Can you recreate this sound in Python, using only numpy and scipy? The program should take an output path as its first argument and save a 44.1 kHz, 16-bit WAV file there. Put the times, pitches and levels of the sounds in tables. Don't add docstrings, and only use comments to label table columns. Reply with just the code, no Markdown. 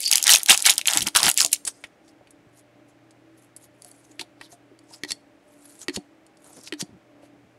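import sys
import numpy as np
from scipy import signal
from scipy.fft import rfft, irfft, next_fast_len
from scipy.io import wavfile
from scipy.ndimage import uniform_filter1d, minimum_filter1d

SR = 44100
rng = np.random.default_rng(int(sys.argv[2]) if len(sys.argv) > 2 else 0)


def log_audio(samples):
    frames = np.atleast_2d(samples).T
    limited = np.clip(frames, -1, 1)
    pcm = np.round(limited * 32767).astype(np.int16)
    wavfile.write(sys.argv[1], SR, pcm)


N = 334410
TIME = np.arange(N) / SR
TOP_HZ = 15700

# frequency in Hz, gain in dB.
FOIL_COLOUR = [(100, -33), (600, -26), (1300, -14), (2000, -2), (2900, 0.5), (4500, -4.5), (7000, -2.5),
               (10500, 0), (12800, -7), (15500, -14.5)]
# time when firm in s, attack in s, hold in s, release in s,
# crackle drive in dB, panel drive in dB (both relative).
SQUEEZES = [(0.0, .01, 0.078, 0.076, -28.5, -64.5), (0.111, 0.0092, 0.025, 0.15, -23, -33.5),
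            (0.301, 0.067, 0.04, 0.063, -13, -24.5), (0.498, .018, 0.0068, 0.05, -5.5, -16),
            (0.564, .03, 0.039, .05, -30.5, -44), (0.66, .035, 0.045, .048, -17, -27),
            (0.779, .008, 0.013, 0.017, -33, -40), (.873, 0.015, 0.12, 0.039, -24.5, -31),
            (1.025, 0.018, 0.0058, 0.019, -21.5, -41), (1.066, .014, 0.013, 0.011, -29, -28.5),
            (1.153, 0.0067, 0.013, 0.12, -17, -35), (1.248, 0.053, 0.044, .025, -16, -22),
            (1.381, .02, 0.038, 0.059, -20, -45.5), (1.529, .017, .005, .035, -22, -46.5)]


def amp(db):
    return 10 ** (np.asarray(db) / 20)


def unit(x):
    return x / np.sqrt(np.mean(x ** 2) + 1e-30)


def add(out, s, x):
    i = max(int(s * SR), 0)
    out[i:i + len(x)] += x[:max(N - i, 0)]


def curve(rows):
    s, db = np.transpose(rows)
    return amp(np.interp(TIME, s, db)) * (TIME < s[-1])


def bump(f, hz, octaves):
    return np.exp(-.5 * (np.log2(f / hz) / octaves) ** 2)


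def colour(x, points, hz=1000, bump_db=0, octaves=1, size=1024):
    f = np.maximum(np.arange(size // 2 + 1) * SR / size, 1)
    at, db = np.transpose(points)
    gain = amp(np.interp(np.log(f), np.log(at), db) + bump_db * bump(f, hz, octaves))
    cepstrum = irfft(np.log(gain))
    cepstrum[1:size // 2] *= 2
    cepstrum[size // 2 + 1:] = 0
    response = irfft(np.exp(rfft(cepstrum)))
    return signal.fftconvolve(x, response)[:len(x)]


def narrow(hz, width):
    size = next_fast_len(N)
    f = np.arange(size // 2 + 1) * SR / size
    resonance = np.exp(-2 * ((f - hz) / width) ** 2)
    return unit(irfft(rfft(rng.standard_normal(size)) * resonance)[:N])


def grains(n, rate, spread_db):
    sizes = amp(spread_db * np.minimum(rng.exponential(1, n), 4))
    struck_now = rng.random(n) < rate / SR
    return unit(struck_now * rng.choice([-1, 1], n) * sizes)


def walk(n, rate):
    k = int(SR / rate)
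    steps = np.repeat(rng.standard_normal(n // k + 2), k)
    return uniform_filter1d(steps, k)[rng.integers(k):][:n]


def burst(decay_ms, hz, ring, ring_ms, count=5):
    t = TIME[:SR // 25]
    ms = 1000 * t
    crack = rng.standard_normal(len(ms)) * np.exp(-ms / decay_ms)
    modes = np.minimum(hz * 2 ** (.5 * rng.standard_normal((count, 1))), TOP_HZ)
    return crack + ring * np.sin(2 * np.pi * modes * t).sum(0) * np.exp(-ms / ring_ms)


def struck(x, db, size=88):
    return x * amp(db) / np.sqrt(np.mean(x[:size] ** 2))


def fan():
    # frequency in Hz, gain in dB.
    air_colour = [(15, -54), (25, -24), (113, -11.5), (240, -8.5), (305, -5), (509, -11), (598, -8),
                  (945, -17), (2170, -18.5), (3930, -29), (4380, -30.5), (8130, -35.5), (15500, -47)]
    # frequency in Hz, level in dB, width in Hz.
    tones = [(289.3, -62, 5.1), (324, -64.5, 6), (597, -68, 6), (805, -75.5, 10)]
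    mains_hz = 120
    air = unit(colour(rng.standard_normal(N), air_colour, size=8192)) * amp(-59)
    swell = curve([(2, -73.5), (2.7, -65), (4.9, -66.5), (5.7, -78.5), (7.7, -63.5)])
    mains = unit(np.sin(2 * np.pi * mains_hz * TIME)) * swell
    return air + mains + sum(amp(db) * narrow(hz, width) for hz, db, width in tones)


def grip(t, s, attack, hold, release):
    swing_db = 20.5
    before = np.maximum(s - t, 0) / attack
    after = np.maximum(t - s - hold, 0) / release
    return amp(-swing_db * (before + after))


def squeezing(t):
    return np.max([amp([[crackle_db], [panel_db]]) * grip(t, s, attack, hold, release)
                   for s, attack, hold, release, crackle_db, panel_db in SQUEEZES], axis=0)


def small_creases(count=330):
    out = np.zeros(N)
    end = SQUEEZES[-1][0] + SQUEEZES[-1][3]
    moments = (np.arange(count) + 2 * rng.random(count)) / count * end
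    for s, (pitch, size) in zip(moments, np.clip(rng.standard_normal((count, 2)), -2, 2)):
        hz = 5800 * 2 ** (.55 * pitch)
        crack = burst(decay_ms=.55, hz=hz, ring=.25, ring_ms=1.2)
        add(out, s, struck(colour(crack, FOIL_COLOUR, hz, bump_db=18.5, octaves=0.72), 4 * size))
    return signal.sosfilt(signal.butter(2, 1800, "high", fs=SR, output="sos"), out)


def foil_crackle(count=16):
    # frequency in Hz, gain in dB.
    panel_colour = [(60, -18.5), (160, -13), (330, -9), (470, -13.5), (800, 10), (1050, 0.5), (1400, 5),
                    (2000, 4), (3300, -5.5), (7000, -29)]
    n = 2 * SR
    out, facets = np.zeros(N), 0
    effort, flex = squeezing(TIME[:n])
    for hz in np.geomspace(2000, 11500, count):
        impulses = grains(n, rate=440, spread_db=4.0)
        ticks = unit(colour(impulses, FOIL_COLOUR, hz, bump_db=25, octaves=0.075))
        gives = effort / (effort + 0.068 * (2000 / hz) ** 3)
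        facets = facets + ticks * gives * amp(4 * walk(n, rate=59)) / np.sqrt(count)
    creases = facets * amp(-7) + small_creases()[:n] * amp(-0.5)
    panels = unit(colour(grains(n, rate=690, spread_db=4.5), panel_colour))
    add(out, 0, creases * effort + panels * flex * amp(-3.0))
    squeak = narrow(4700, 450) * amp(3.4 * walk(N, rate=220) - 26.5)
    return out + squeak * grip(TIME, s=0.062, attack=0.05, hold=0.026, release=.018)


def foil_snaps():
    # start in seconds, level in dB, pitch in Hz.
    loud_creases = [(.079, -19, 7600), (0.1142, -8, 6940), (.127, -6.5, 4230), (.133, -9, 6850),
                    (0.1564, -4.5, 7090), (.1722, -15.5, 7700), (0.181, -14.5, 7060), (.227, -13.5, 7350),
                    (.24, -13, 6470), (0.2685, -10, 4525), (0.279, -6, 5550), (.2932, -3, 3010),
                    (.3042, -6.5, 5100), (.311, -5.5, 6430), (.3176, -8, 6860), (0.3221, -5, 6470),
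                    (.3352, -5, 5800), (0.3414, -4, 4212), (.35, -9, 7494), (0.3592, -7, 5330),
                    (.371, -18.5, 6500), (0.4324, -17.5, 9000), (.4607, -19, 6240), (.497, -7, 6530),
                    (0.505, -4.5, 3589), (0.5119, -13, 3000), (0.518, -13, 5026), (0.543, -16, 6400),
                    (.576, -13.5, 5770), (0.6234, -15.5, 7200), (0.6538, -12, 4092), (0.662, -0.5, 6440),
                    (0.6733, -12.5, 4900), (.6955, -3.5, 3460), (.699, -4, 6120), (0.7073, -15.5, 4500),
                    (0.7803, -10.5, 6260), (0.8134, -21.5, 3900), (0.8567, -20.5, 3120),
                    (0.8737, -9.5, 6800), (0.8823, -9.5, 3530), (0.9345, -13.5, 5300), (0.973, -6, 7450),
                    (1.007, -19.5, 4300), (1.019, -18, 3880), (1.069, -17, 4195), (1.072, -17, 6600),
                    (1.0852, -20.5, 5300), (1.1506, -14.5, 4100), (1.163, -6.5, 7500), (1.171, -8, 5930),
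                    (1.231, -7, 4750), (1.2666, -13, 3836), (1.299, -12, 7800), (1.3143, -14, 7060),
                    (1.342, -25, 10600), (1.3756, -9, 7000), (1.4049, -7, 4920), (1.415, -10, 5660),
                    (1.4481, -10, 6860), (1.4618, -16.5, 6700), (1.5305, -6.5, 7320)]
    out = np.zeros(N)
    for s, db, hz in loud_creases:
        snap = burst(decay_ms=1.0, hz=hz, ring=0.27, ring_ms=1.49)
        snap = colour(snap, FOIL_COLOUR, hz, bump_db=9, octaves=0.67)
        low_cut = signal.butter(2, min(0.36 * hz, TOP_HZ), "high", fs=SR, output="sos")
        add(out, s, struck(signal.sosfilt(low_cut, snap), db))
    return out


def pouch(width_hz=310):
    # start in seconds, length in seconds, first pitch in Hz, last pitch in Hz,
    # level in dB before the fade.
    bulges = [(.258, 0.14, 2150, 600, -27), (0.49, 0.061, 1900, 800, -18), (0.655, 0.063, 2100, 750, -23),
              (0.861, .1, 2600, 750, -32.5), (1.147, .11, 1500, 850, -21.5), (1.369, .1, 2965, 525, -26)]
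    out = np.zeros(N)
    for s, length, first_hz, last_hz, db in bulges:
        u = np.linspace(0, 1, int(length * SR))
        pitch = first_hz * (last_hz / first_hz) ** u
        carrier = np.exp(2j * np.pi * np.cumsum(pitch) / SR)
        crackle = grains(len(u), rate=900, spread_db=5.5) * amp(2.1 * walk(len(u), rate=120))
        band = signal.sosfilt(signal.butter(2, width_hz, fs=SR, output="sos"), crackle / carrier)
        note = unit((band * carrier).real)
        add(out, s, note * signal.windows.tukey(len(u), .05) * amp(db - 18.0 * u))
    return out


def low_rumbles():
    # start in seconds, length in seconds, level in dB before the fades,
    # pitch in Hz.
    rumbles = [(0.493, .03, -29, 278.8), (.93, .18, -41.5, 139.7), (1.215, .1, -34, 189),
               (2.33, .16, -60, 134), (2.76, 0.072, -63, 561), (6.39, 0.2, -57.5, 680),
               (6.55, 0.071, -48, 295), (6.86, 0.14, -50.5, 149.6), (7.04, 0.32, -61, 455),
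               (7.31, .08, -55.5, 292), (7.41, .07, -56, 140.5)]
    edge_ratio = 1.87
    out = np.zeros(N)
    for s, length, db, hz in rumbles:
        n = int(length * SR)
        band = signal.butter(1, [hz / edge_ratio, hz * edge_ratio], "band", fs=SR, output="sos")
        rumble = signal.sosfilt(band, signal.sosfilt(band, grains(n, rate=700, spread_db=2.5)))
        add(out, s, unit(rumble) * np.hanning(n) * amp(db))
    return out


def knocks(rows):
    # frequency in Hz, relative level in dB,
    # 60 dB decay time in seconds.
    table_modes = [(110, 2, 0.035), (149, -5, 0.037), (185.2, -2.5, 0.047), (294, 2.5, 0.14),
                   (341, -1, .07), (362, 5, 0.076), (570, -4.5, 0.036), (719.4, -6.5, 0.13),
                   (916.5, -5, 0.037)]
    out, t = np.zeros(N), TIME[:SR // 4]
    f, mode_db, t60 = np.transpose(table_modes)[:, :, None]
    for s, db, hz in rows:
        detuned = f * (1 + 0.021 * rng.standard_normal(f.shape))
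        decay = np.exp(-np.log(1000) * t / t60)
        rings = np.sin(2 * np.pi * (detuned * t + rng.random(f.shape))) * decay
        excited = amp(mode_db + 22 * bump(f, hz, octaves=0.3))
        knock = (rings * excited).sum(0) * (1 - np.exp(-t / 0.00075))
        add(out, s, struck(knock, db, size=660))
    return out


def card_clicks(rows, ring_db=-14, ring_ms=3.43):
    # frequency in Hz, relative level in dB.
    bending_modes = [(920, -13), (1900, -1.5), (2550, -11), (3200, -4.5), (4500, 6)]
    # frequency in Hz, gain in dB.
    card_colour = [(100, 8), (900, 5.5), (1450, -7), (1900, 0), (4500, -5), (7000, -4.5), (8300, 1),
                   (11000, 0.5), (13000, -19), (15500, -26)]
    out, t = np.zeros(N), TIME[:SR // 25]
    ms = 1000 * t
    f, mode_db = np.transpose(bending_modes)[:, :, None]
    for s, db, hz, decay_ms in rows:
        chatter = grains(len(t), rate=13000, spread_db=1.5) * np.exp(-ms / decay_ms)
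        held = f * (1 + 0.034 * rng.standard_normal(f.shape))
        rings = (amp(mode_db + ring_db) * np.sin(2 * np.pi * held * t)).sum(0) * np.exp(-ms / ring_ms)
        click = colour(chatter + rings, card_colour, hz, bump_db=21.5, octaves=1.0)
        add(out, s, struck(click, db))
    return out


def card_slides(rows, count=5):
    # frequency in Hz, gain in dB.
    rub_colour = [(200, -8.5), (800, -2.5), (1500, 0), (2200, -3.5), (4500, 2), (7000, -1.5), (11000, 0.5),
                  (13000, -13.5), (15500, -27)]
    catches_per_s, catch_db = 83, -8.5
    out = np.zeros(N)
    for s, rise, fall, db, hz in rows:
        t = np.arange(-2 * rise, 2 * fall, 1 / SR)
        speed = amp(-19 * np.abs(t / np.where(t < 0, rise, fall)) ** 1.23)
        slips = 0
        for contact_hz in hz * np.geomspace(.72, 1.25, count):
            impulses = grains(len(t), rate=1100, spread_db=0.5)
            patch = colour(impulses, rub_colour, contact_hz, bump_db=14.5, octaves=0.13)
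            slips = slips + patch * amp(8.2 * walk(len(t), rate=76.0))
        impulses = grains(len(t), rate=catches_per_s, spread_db=0.5)
        catches = unit(colour(impulses, rub_colour, hz, bump_db=21, octaves=0.68))
        add(out, s + t[0], (unit(slips) + catches * amp(catch_db)) * speed * amp(db))
    return out


def laying():
    # touch time in seconds, time it leaves the finger in seconds,
    # then levels in dB of tap, knock, flick, slap and thud.
    lays = [(5.0354, 5.1073, -23, -38.5, -24, -18.5, -49), (5.883, 5.9615, -20.5, -28.5, -24, -51, -30.5),
            (6.724, 6.812, -24.5, -31.5, -24, -33.5, -32)]
    tap_hz, tap_ms, knock_hz = 2646, 1.94, 323
    bounce_s, bounce_db = .0128, -8
    scrape_rise_s, scrape_fall_s, scrape_db, scrape_hz = .025, 0.012, -8, 5500
    flick_hz, flick_ms = 4498, 3.5
    drop_s, thud_hz = .011, 170
    clicks, slides, blows = [], [], []
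    for touch, leave, tap_db, knock_db, flick_db, slap_db, thud_db in lays:
        bounce, landing = touch + bounce_s, leave + drop_s
        clicks += [(touch, tap_db, tap_hz, tap_ms),
                   (bounce, tap_db + bounce_db, tap_hz, tap_ms),
                   (leave, flick_db, flick_hz, flick_ms),
                   (landing, slap_db, flick_hz, tap_ms)]
        slides += [(leave, scrape_rise_s, scrape_fall_s, flick_db + scrape_db, scrape_hz)]
        blows += [(touch, knock_db, knock_hz),
                  (bounce, knock_db + bounce_db, knock_hz),
                  (landing, thud_db, thud_hz)]
    return clicks, slides, blows


def room(x, near_db, near_t60, far_db, far_t60):
    t = TIME[:SR // 2]
    echo = 0
    for db, t60 in (near_db, near_t60), (far_db, far_t60):
        tail = rng.standard_normal(len(t)) * np.exp(-np.log(1000) * t / t60) * (t > .002)
        echo = echo + amp(db) * tail / np.linalg.norm(tail)
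    return x + signal.fftconvolve(x, echo)[:N]


def scene():
    # start in seconds, level in dB, pitch in Hz,
    # decay time constant in ms.
    hand_clicks = [(1.651, -26, 7470, 3.5), (1.839, -32, 2226, 7.3), (2.08, -55, 3990, 2.5),
                   (2.272, -52, 2487, 6.5), (2.307, -47.5, 8940, 5.2), (3.108, -53, 5600, 5.4),
                   (3.564, -37.5, 9160, 5), (3.821, -39, 9000, 0.98), (3.847, -38.5, 9000, 1.43),
                   (3.915, -42.5, 8770, 1), (4.194, -28.5, 3315, 6.2), (4.211, -33, 4500, 4),
                   (4.412, -34.5, 1870, 4.7), (4.79, -50.5, 4980, 2.27), (6.265, -52.5, 6010, 4.2),
                   (6.371, -54.5, 5940, 3.3), (6.635, -45, 8400, 3), (6.674, -36.5, 3140, 4.3)]
    # time of the fastest point in seconds, rise in seconds, fall in seconds,
    # level in dB, pitch in Hz.
    hand_slides = [(1.679, 0.02, .026, -27, 7440), (1.76, .06, .16, -60, 7030),
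                   (2.09, 0.066, 0.047, -63.5, 6990), (2.595, 0.069, .025, -54.5, 9500),
                   (2.89, .017, 0.024, -61.5, 8500), (3.43, 0.078, 0.058, -59, 9000),
                   (3.64, 0.045, 0.024, -51, 9500), (3.87, 0.1, 0.26, -56, 9090),
                   (4.11, 0.089, 0.11, -63, 8460), (4.21, 0.015, .02, -35.5, 3200),
                   (4.44, 0.037, 0.035, -45.5, 4200), (4.528, 0.03, 0.027, -48.5, 9000),
                   (4.935, 0.069, 0.07, -49, 7080), (5.7, 0.22, 0.19, -54, 9500),
                   (5.84, 0.074, 0.01, -43.5, 8400), (6.47, .075, .13, -52, 9700),
                   (6.59, 0.076, 0.083, -49, 7500), (6.673, 0.032, 0.021, -38.5, 5830),
                   (7.245, .04, 0.039, -60, 2130)]
    # start in seconds, level in dB, pitch in Hz.
    thumps = [(.958, -35, 280), (1.023, -37.5, 130), (1.066, -35, 167), (1.245, -40.5, 330),
              (1.268, -37.5, 160), (1.448, -41.5, 720), (2.21, -51, 550), (2.466, -53.5, 130.3),
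              (3.85, -54, 669), (4.098, -51.5, 300.5), (4.195, -44, 325), (4.214, -43, 920),
              (4.404, -52, 328), (4.527, -50.5, 680), (4.715, -51, 330), (4.91, -53.5, 900),
              (6.891, -50.5, 140), (7.232, -49.5, 547)]
    clicks, slides, blows = laying()
    foil = foil_snaps() + foil_crackle() + pouch()
    cards = card_clicks(hand_clicks + clicks) + card_slides(hand_slides + slides)
    echoing = room(foil + cards, near_db=-14.5, near_t60=0.082, far_db=-28, far_t60=0.32)
    return (echoing + knocks(thumps + blows) + low_rumbles() + fan())[None]


def record(dry):
    ceiling, limiter_s = 1.1, .0004
    size = int(limiter_s * SR)
    wanted = ceiling / np.maximum(np.abs(dry), ceiling)
    gain = uniform_filter1d(minimum_filter1d(wanted, size), size)
    held = signal.sosfilt(signal.butter(1, 35, "high", fs=SR, output="sos"), dry * gain)
    return signal.sosfilt(signal.ellip(10, .2, 80, TOP_HZ, fs=SR, output="sos"), held)


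dry = scene()
out = record(dry)
log_audio(out)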